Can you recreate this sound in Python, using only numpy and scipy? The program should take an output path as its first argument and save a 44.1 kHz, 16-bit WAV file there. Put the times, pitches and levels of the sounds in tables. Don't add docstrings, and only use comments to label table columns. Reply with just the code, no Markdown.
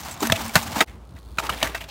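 import sys
import numpy as np
from scipy import signal
from scipy.fft import rfft, irfft, next_fast_len
from scipy.io import wavfile
from scipy.ndimage import map_coordinates

SR = 44100
rng = np.random.default_rng(int(sys.argv[2]) if len(sys.argv) > 2 else 0)


def ratio(d):
    e = np.asarray(d, float) / 20
    return 10 ** e


def int16_out(signal):
    q = np.round(np.clip(np.atleast_2d(signal).T, -1, 1) * 32767)
    wavfile.write(sys.argv[1], SR, q.astype(np.int16))


N = 83790
T = np.arange(N) / SR

# pitch_hz [Hz], level_db [dB]
CRACK_TONE = [(150, -36.5), (500, 3), (850, 4.5), (2000, 0), (4000, -2.5), (8000, -5.5), (10500, -10.5),
              (14000, -8.5), (16000, -12.5)]
# pitch_hz [Hz], level_db [dB], t60_s [s]
FRAME_MODES = [(663, -2.5, 0.092), (842.7, -3, 0.1), (914, 0, 0.067), (1164, -18, 0.25),
               (1290, -5.5, 0.029), (1730, -8.5, 0.026), (2300, -2, 0.042), (2675, 2.5, 0.019),
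               (3740, 6.5, 0.013), (6160, -9.5, 0.043)]


def unit(x):
    return x / np.sqrt(np.mean(x ** 2) + 1e-20)


def along(points, hz):
    point_hz, value = np.transpose(points)
    return np.interp(np.log(hz + 1), np.log(point_hz + 1), value)


def level(rows):
    start_s, level_db = np.transpose(rows)[:2]
    return ratio(np.interp(T, start_s, level_db, left=-120, right=level_db[-1]))


def wobble(rate):
    knots = rng.standard_normal(int(N * rate / SR) + 4)
    return map_coordinates(knots, [T * rate])


def filtered(x, response):
    size = next_fast_len(len(x) + 8192)
    spectrum = rfft(x, size) * response(np.fft.rfftfreq(size, 1 / SR))
    return irfft(spectrum, size)[:len(x)]


def coloured_noise(count, tone):
    return filtered(rng.standard_normal(count), lambda f: ratio(along(tone, f)))


def frame_ring(t):
    out = np.zeros(len(t))
    for pitch_hz, level_db, t60_s in FRAME_MODES:
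        struck_db = level_db + 2 * rng.standard_normal()
        out += ratio(struck_db - 60 * t / t60_s) * np.sin(2 * np.pi * pitch_hz * t)
    return out


def air():
    # pitch_hz [Hz], level_db [dB per Hz]
    air_tone = [(30, -25.5), (60, 0.5), (118, -10), (280, -16.5), (570, -26), (1200, -31), (1900, -42),
                (6000, -50), (16000, -59)]
    # start_s [s], level_db [dB over the still air]
    breeze = [(0, -10), (.85, 5.5), (.9, 6), (.99, 4), (1.06, 2.5), (1.2, 3), (1.4, 4), (1.9, -8)]
    low = lambda f: 1 / (1 + (f / 315) ** 4)
    rumble = filtered(rng.standard_normal(N), lambda f: ratio(along(air_tone, f)) * low(f))
    rumble = rumble * ratio(3.3 * wobble(13.22))
    leaves = filtered(rng.standard_normal(N), lambda f: ratio(along(air_tone, f)) * (1 - low(f)))
    leaves = leaves * level(breeze) * ratio(0.61 * wobble(45.4))
    return ratio(-42.5) * unit(rumble + leaves)


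def scrape(rows, tone):
    grains_per_s, spread_db = 300, 5
    crackle_db, sing_db = -5, -21.5
    grit_above_hz = 4800

    grains = rng.random(N) < grains_per_s / SR
    grains = grains * ratio(spread_db * np.minimum(rng.exponential(size=N), 2))
    grain_decay = np.exp(-np.arange(400) / SR / .001)
    puffs = np.sqrt(np.abs(signal.fftconvolve(grains ** 2, grain_decay)[:N]))
    crackle = filtered(rng.standard_normal(N) * puffs, lambda f: ratio(along(tone, f)) * f / (f + 2500))

    hiss = sum(coloured_noise(N, tone) * ratio(3 * wobble(rate)) for rate in (30, 80))

    rubbing = rng.standard_normal(N) * ratio(3 * wobble(40))
    sing = signal.fftconvolve(rubbing, frame_ring(np.arange(SR // 4) / SR))[:N]

    mix = unit(hiss) + ratio(crackle_db) * unit(crackle) + ratio(sing_db) * unit(sing)
    grit = filtered(mix, lambda f: f ** 2 / (f ** 2 + grit_above_hz ** 2))
    start_s, _, bright_db = np.transpose(rows)
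    grit_gain = ratio(np.interp(T, start_s, bright_db)) - 1
    return level(rows) * (mix + grit_gain * grit)


def knocks(rows, attack_s):
    bright_boost_db, bright_width = 11, .45
    chatter_db, chatter_t60_s = -17, .28
    frame_db = -8.5
    out = np.zeros(N + SR)
    t = np.arange(SR // 3) / SR
    rise = 1 - np.exp(-t / attack_s)
    for start_s, level_db, bright_hz, contact_s, t60_s in rows:
        def tone(f):
            peak = np.exp(-(np.log((f + 1) / bright_hz) / bright_width) ** 2)
            return ratio(along(CRACK_TONE, f) + bright_boost_db * peak)

        shape = rise * ratio(-60 * np.maximum(t - contact_s, 0) / max(t60_s, .008))
        lumps = np.clip(rng.standard_normal(len(t) // 110 + 1), -2, 1.3)
        lumpy = ratio(3 * np.repeat(lumps, 110)[:len(t)])
        burst = filtered(lumpy * rng.standard_normal(len(t)), tone) * shape
        burst = burst * np.linalg.norm(shape) / np.linalg.norm(burst)

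        rattle = filtered(lumpy * rng.standard_normal(len(t)), lambda f: ratio(along(CRACK_TONE, f)))
        chatter = unit(rattle) * rise * ratio(chatter_db - 60 * t / chatter_t60_s)

        push = shape[:600] * rng.standard_normal(600)
        steel = signal.fftconvolve(frame_ring(t), push / np.linalg.norm(push))[:len(t)]

        out[round(start_s * SR):][:len(t)] += ratio(level_db) * (burst + chatter + ratio(frame_db) * steel)
    return filtered(out[:N], lambda f: f ** 2 / (f ** 2 + 260 ** 2))


def pings():
    # start_s [s], level_db [peak dB], pitch_hz [Hz], t60_s [s]
    struck_parts = [(0.034, -30, 5600, .015), (.111, -28, 7770, 0.025), (.123, -37.5, 7520, 0.073),
                    (.149, -34, 6500, .015), (.204, -30, 7200, 0.037), (.205, -28, 1037, 0.045),
                    (0.2693, -21, 6160, 0.029), (0.2985, -13, 1740, 0.021), (.2995, -15, 950, 0.02),
                    (.321, -7.5, 3480, .02), (0.3243, -8.5, 2730, 0.012), (.3235, -5.5, 3760, 0.0073),
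                    (0.323, -25, 3970, 0.014), (.557, -18, 635, 0.1), (.808, -16.5, 640, 0.054),
                    (1.629, -25, 4640, .018), (1.748, -26, 674, 0.046), (0.394, -26, 5900, 0.0045),
                    (.47, -35, 5200, .02), (0.481, -27, 8800, 0.014), (.495, -29.5, 2300, 0.035),
                    (.545, -41, 6200, 0.016), (.555, -13, 1140, .018), (.557, -11.5, 890, 0.054),
                    (.556, -19, 2043, 0.09), (.76, -28, 890, 0.033), (.806, -5.5, 1940, 0.033),
                    (.806, -13, 821, 0.03), (0.812, -11.5, 1265, 0.052), (.806, -14.5, 3720, 0.041),
                    (1.385, -7, 1395, 0.016), (1.384, -15.5, 2494, 0.019), (1.385, -23, 3970, 0.025),
                    (1.387, -24, 6900, .023), (1.431, -24.5, 933, 0.024), (1.453, -23, 1080, 0.035),
                    (1.463, -29, 980, 0.024), (1.4919, -16, 1280, 0.02), (1.498, -22.5, 1040, 0.042),
                    (1.498, -19, 2910, 0.03), (1.527, -21.5, 3230, 0.012), (1.538, -27, 1800, .02),
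                    (1.6188, -23, 2270, 0.033), (1.627, -10, 910, 0.01), (1.63, -20, 3120, 0.015),
                    (1.63, -17.5, 1820, 0.042), (1.653, -21, 1670, 0.018), (1.671, -22, 1930, 0.016),
                    (1.746, -26, 1870, 0.021), (1.747, -28.5, 2650, 0.1)]
    out = np.zeros(N)
    for start_s, level_db, pitch_hz, t60_s in struck_parts:
        t = np.maximum(T - start_s, 0)
        envelope = ratio(level_db - 60 * t / t60_s) * (1 - np.exp(-t / 0.0003))
        out += envelope * np.sin(2 * np.pi * pitch_hz * t)
    return out * ratio(1.5 * wobble(600))


def thuds(rows, rough):
    out = np.zeros(N)
    for start_s, level_db, pitch_hz, t60_s in rows:
        t = np.maximum(T - start_s, 0)
        drift = 0.72 * wobble(12.3) * (1 - np.exp(-20 * t))
        swing = np.sin(2 * np.pi * pitch_hz * t + drift)
        neighbour_hz = pitch_hz * (0.988 + 0.31 * rng.random())
        swing += rough * np.sin(2 * np.pi * neighbour_hz * t)
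        out += ratio(-0.5 + level_db - 60 * t / t60_s) * (1 - np.exp(-t / 0.0027)) * swing
    return out


def tyre_hum():
    # start_s [s], level_db [dB]
    hum_swell = [
        (.39, -59),
        (.43, -39.5),
        (.49, -37),
        (.55, -62),
        (.56, -85),
    ]
    return level(hum_swell) * np.sqrt(2) * np.sin(2 * np.pi * 224.5 * T + .5 * wobble(11))


def drone():
    # start_s [s], level_db [dB]
    engine_swell = [(0.86, -68), (0.882, -36.5), (1.038, -47), (1.548, -38.5), (1.858, -38.5), (1.9, -65)]
    pitch_hz, width_hz = 58.5, 3.5
    hum = filtered(rng.standard_normal(N), lambda f: 1 / (1 + ((f - pitch_hz) / width_hz) ** 2))
    steady = np.sin(2 * np.pi * pitch_hz * T + .7 * wobble(5))
    return level(engine_swell) * unit(steady + .25 * unit(hum))


def freewheel(speed):
    # pitch_hz [Hz], width_hz [Hz], level_db [dB]
    hub_modes = [(4250, 500, 0), (3600, 500, -5), (8800, 1800, -10), (6400, 1500, -14), (14500, 2500, -17)]
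    tick_db, grows_db, tick_t60_s = -48, 4, .026
    start_s, ticks_per_s = np.transpose(speed)
    rate = np.interp(T, start_s, ticks_per_s, left=0, right=0) * ratio(.3 * wobble(60))
    turns = np.cumsum(rate) / SR + .97
    ticks = np.diff(np.floor(turns), prepend=0)
    growth_db = grows_db * np.interp(T, start_s, ticks_per_s) / 100
    ticks = ticks * ratio(3 * rng.standard_normal(N) + growth_db)
    decay = ratio(-60 * np.arange(1500) / SR / tick_t60_s)
    puffs = signal.fftconvolve(ticks, decay)[:N] * rng.standard_normal(N)

    def hub(f):
        response = 0.071 * f / (f + 3000)
        for pitch_hz, width_hz, level_db in hub_modes:
            band = 1j * f * width_hz
            response = response + ratio(level_db) * band / (pitch_hz ** 2 - f ** 2 + band)
        return response

    return ratio(tick_db) * filtered(puffs, hub)


def scene():
    # start_s [s], level_db [dB], bright_hz [Hz], contact_s [s], t60_s [s]
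    crash_blows = [(.032, -36.5, 5800, 0.0013, 0.03), (.111, -38, 8450, 0.014, 0.041),
                   (.204, -33, 7200, 0.0024, 0.018), (.214, -51, 5000, 0.0018, 0.031),
                   (.227, -20, 910, 0.0033, 0.042), (.27, -22, 11000, 0.0016, 0.028),
                   (.299, -20, 1490, 0.0015, 0.017), (.3205, -12, 2930, 0.0044, 0.0073),
                   (.452, -35, 7260, 0.0022, 0.022), (.555, -6.5, 1470, 0.0036, 0.047),
                   (.626, -30, 7800, 0.00065, 0.058), (.722, -52, 1510, 0.0018, 0.073),
                   (.788, -26, 3720, 0.0017, 0.037), (.806, -10, 1990, 0.00051, 0.074)]
    block_blows = [(1.372, -45.5, 2500, 0.0078, 0.046), (1.384, -21.5, 1900, 0.0045, 0.021),
                   (1.439, -38, 3980, 0.0017, 0.021), (1.466, -32, 3950, 0.0025, 0.022),
                   (1.494, -21, 1210, 0.0039, 0.057), (1.57, -41, 3550, 0.008, 0.034),
                   (1.614, -31.5, 2250, 0.0016, 0.052), (1.627, -13.5, 2830, 0.0028, 0.024),
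                   (1.671, -28, 1840, 0.0022, 0.029), (1.746, -26, 1830, 0.0034, 0.11),
                   (1.776, -34, 2620, 0.0012, 0.022), (1.84, -37, 2670, 0.0025, 0.037)]
    crash_scuffs = [
        (.235, -29.5, 1580, 0.025, 0.051),
        (.354, -25, 2600, 0.0098, 0.046),
        (.756, -24, 870, 0.011, 0.2),
    ]
    block_scuffs = [(.872, -45.5, 2120, 0.0079, 0.29), (1.155, -52, 1870, 0.029, .04),
                    (1.39, -23, 1220, 0.0095, 0.039), (1.429, -33, 1070, 0.044, 0.05),
                    (1.638, -25, 1610, 0.0065, 0.15), (1.804, -32, 2600, 0.0093, 0.085),
                    (1.884, -38, 3480, 0.015, 0.099)]
    # start_s [s], level_db [dB], pitch_hz [Hz], t60_s [s]
    landings = [(.221, -15, 302, 0.094), (.3, -18.5, 125, 0.067), (.322, -7, 186, 0.018),
                (.556, -12.5, 176, 0.065), (.558, -16, 95.6, 0.097), (.325, -20, 91, 0.12),
                (.73, -30, 102, 0.15), (.765, -19.5, 225, 0.1), (.808, -18.5, 212, 0.091),
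                (.81, -17, 358, 0.096), (1.385, -17, 143, 0.016), (1.5, -33.5, 137.6, 0.18),
                (1.63, -34.5, 122, 0.15), (1.632, -23.5, 274, 0.091)]
    tyre_air = [
        (.236, -22, 228.4, 0.37),
        (.556, -30.5, 228.5, 0.54),
    ]
    # start_s [s], level_db [dB], bright_db [dB]
    skid = [(0, -38.5, 5.5), (.1, -39, 0.5), (.145, -40.5, 5.5), (.16, -34.5, -13.5), (.2, -45, 5),
            (.23, -34.5, 12.5), (.3, -32.5, -7), (.42, -33.5, 1), (.49, -37.5, 4.5), (.515, -42, 0),
            (.55, -32.5, 4.5), (.68, -37, 0.5), (.85, -25.5, -7)]
    jostle = [(1.37, -61.5, 16.5), (1.434, -31.5, -12), (1.485, -40, -12), (1.53, -31.5, 1),
              (1.56, -42.5, 7), (1.604, -39.5, 7.5), (1.7, -39.5, -2.5), (1.778, -49, 4), (1.87, -47.5, -6),
              (1.9, -50, 0)]
    # pitch_hz [Hz], level_db [dB per Hz]
    skid_tone = [(40, 5), (95, -11), (200, 5), (430, -8), (800, 4), (1800, -5.5), (7500, -14),
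                 (10500, -20.5), (16000, -18)]
    jostle_tone = [(150, -0.5), (300, 9), (735, 7), (1270, 2.5), (2860, -0.5), (5500, -13), (10500, -17.5),
                   (16000, -20)]
    # start_s [s], tick_rate [ticks a second]
    coast = [(.862, 105), (.9, 75), (.94, 30), (.975, 57)]
    spin_up = [(1.05, 44), (1.1, 60), (1.14, 76), (1.19, 88), (1.26, 104), (1.38, 107)]
    scuff_attack_s, blow_attack_s = .004, .0004

    low = thuds(landings, rough=0.83)
    steel = pings()
    second_try = T > 1

    first = scrape(skid, skid_tone) + ratio(2) * air()
    first += knocks(crash_blows, blow_attack_s) + knocks(crash_scuffs, scuff_attack_s)
    first += steel + low + thuds(tyre_air, rough=0.15) + tyre_hum()

    second = air() + drone() + freewheel(coast) + freewheel(spin_up)
    second += knocks(block_blows, blow_attack_s) + knocks(block_scuffs, scuff_attack_s)
    second += scrape(jostle, jostle_tone) + (low + steel) * second_try

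    fade_out = np.interp(T, (.815, .849), [1, 0])
    fade_in = np.interp(T, (.843, .89), [0, 1])
    return (first * fade_out + second * fade_in)[None]


def top_cut(x):
    return signal.sosfilt(signal.butter(12, 16790, fs=SR, output="sos"), x)


def record(dry):
    x = filtered(dry[0], lambda f: f ** 8 / (f ** 8 + 44 ** 8))
    x = x / (1 + np.abs(x) ** 6) ** (1 / 6)
    x = filtered(x, lambda f: ratio(-38 * np.clip((f - 15800) / 250, 0, 1)))
    return top_cut(x[None])


dry = scene()
out = record(dry)
int16_out(out)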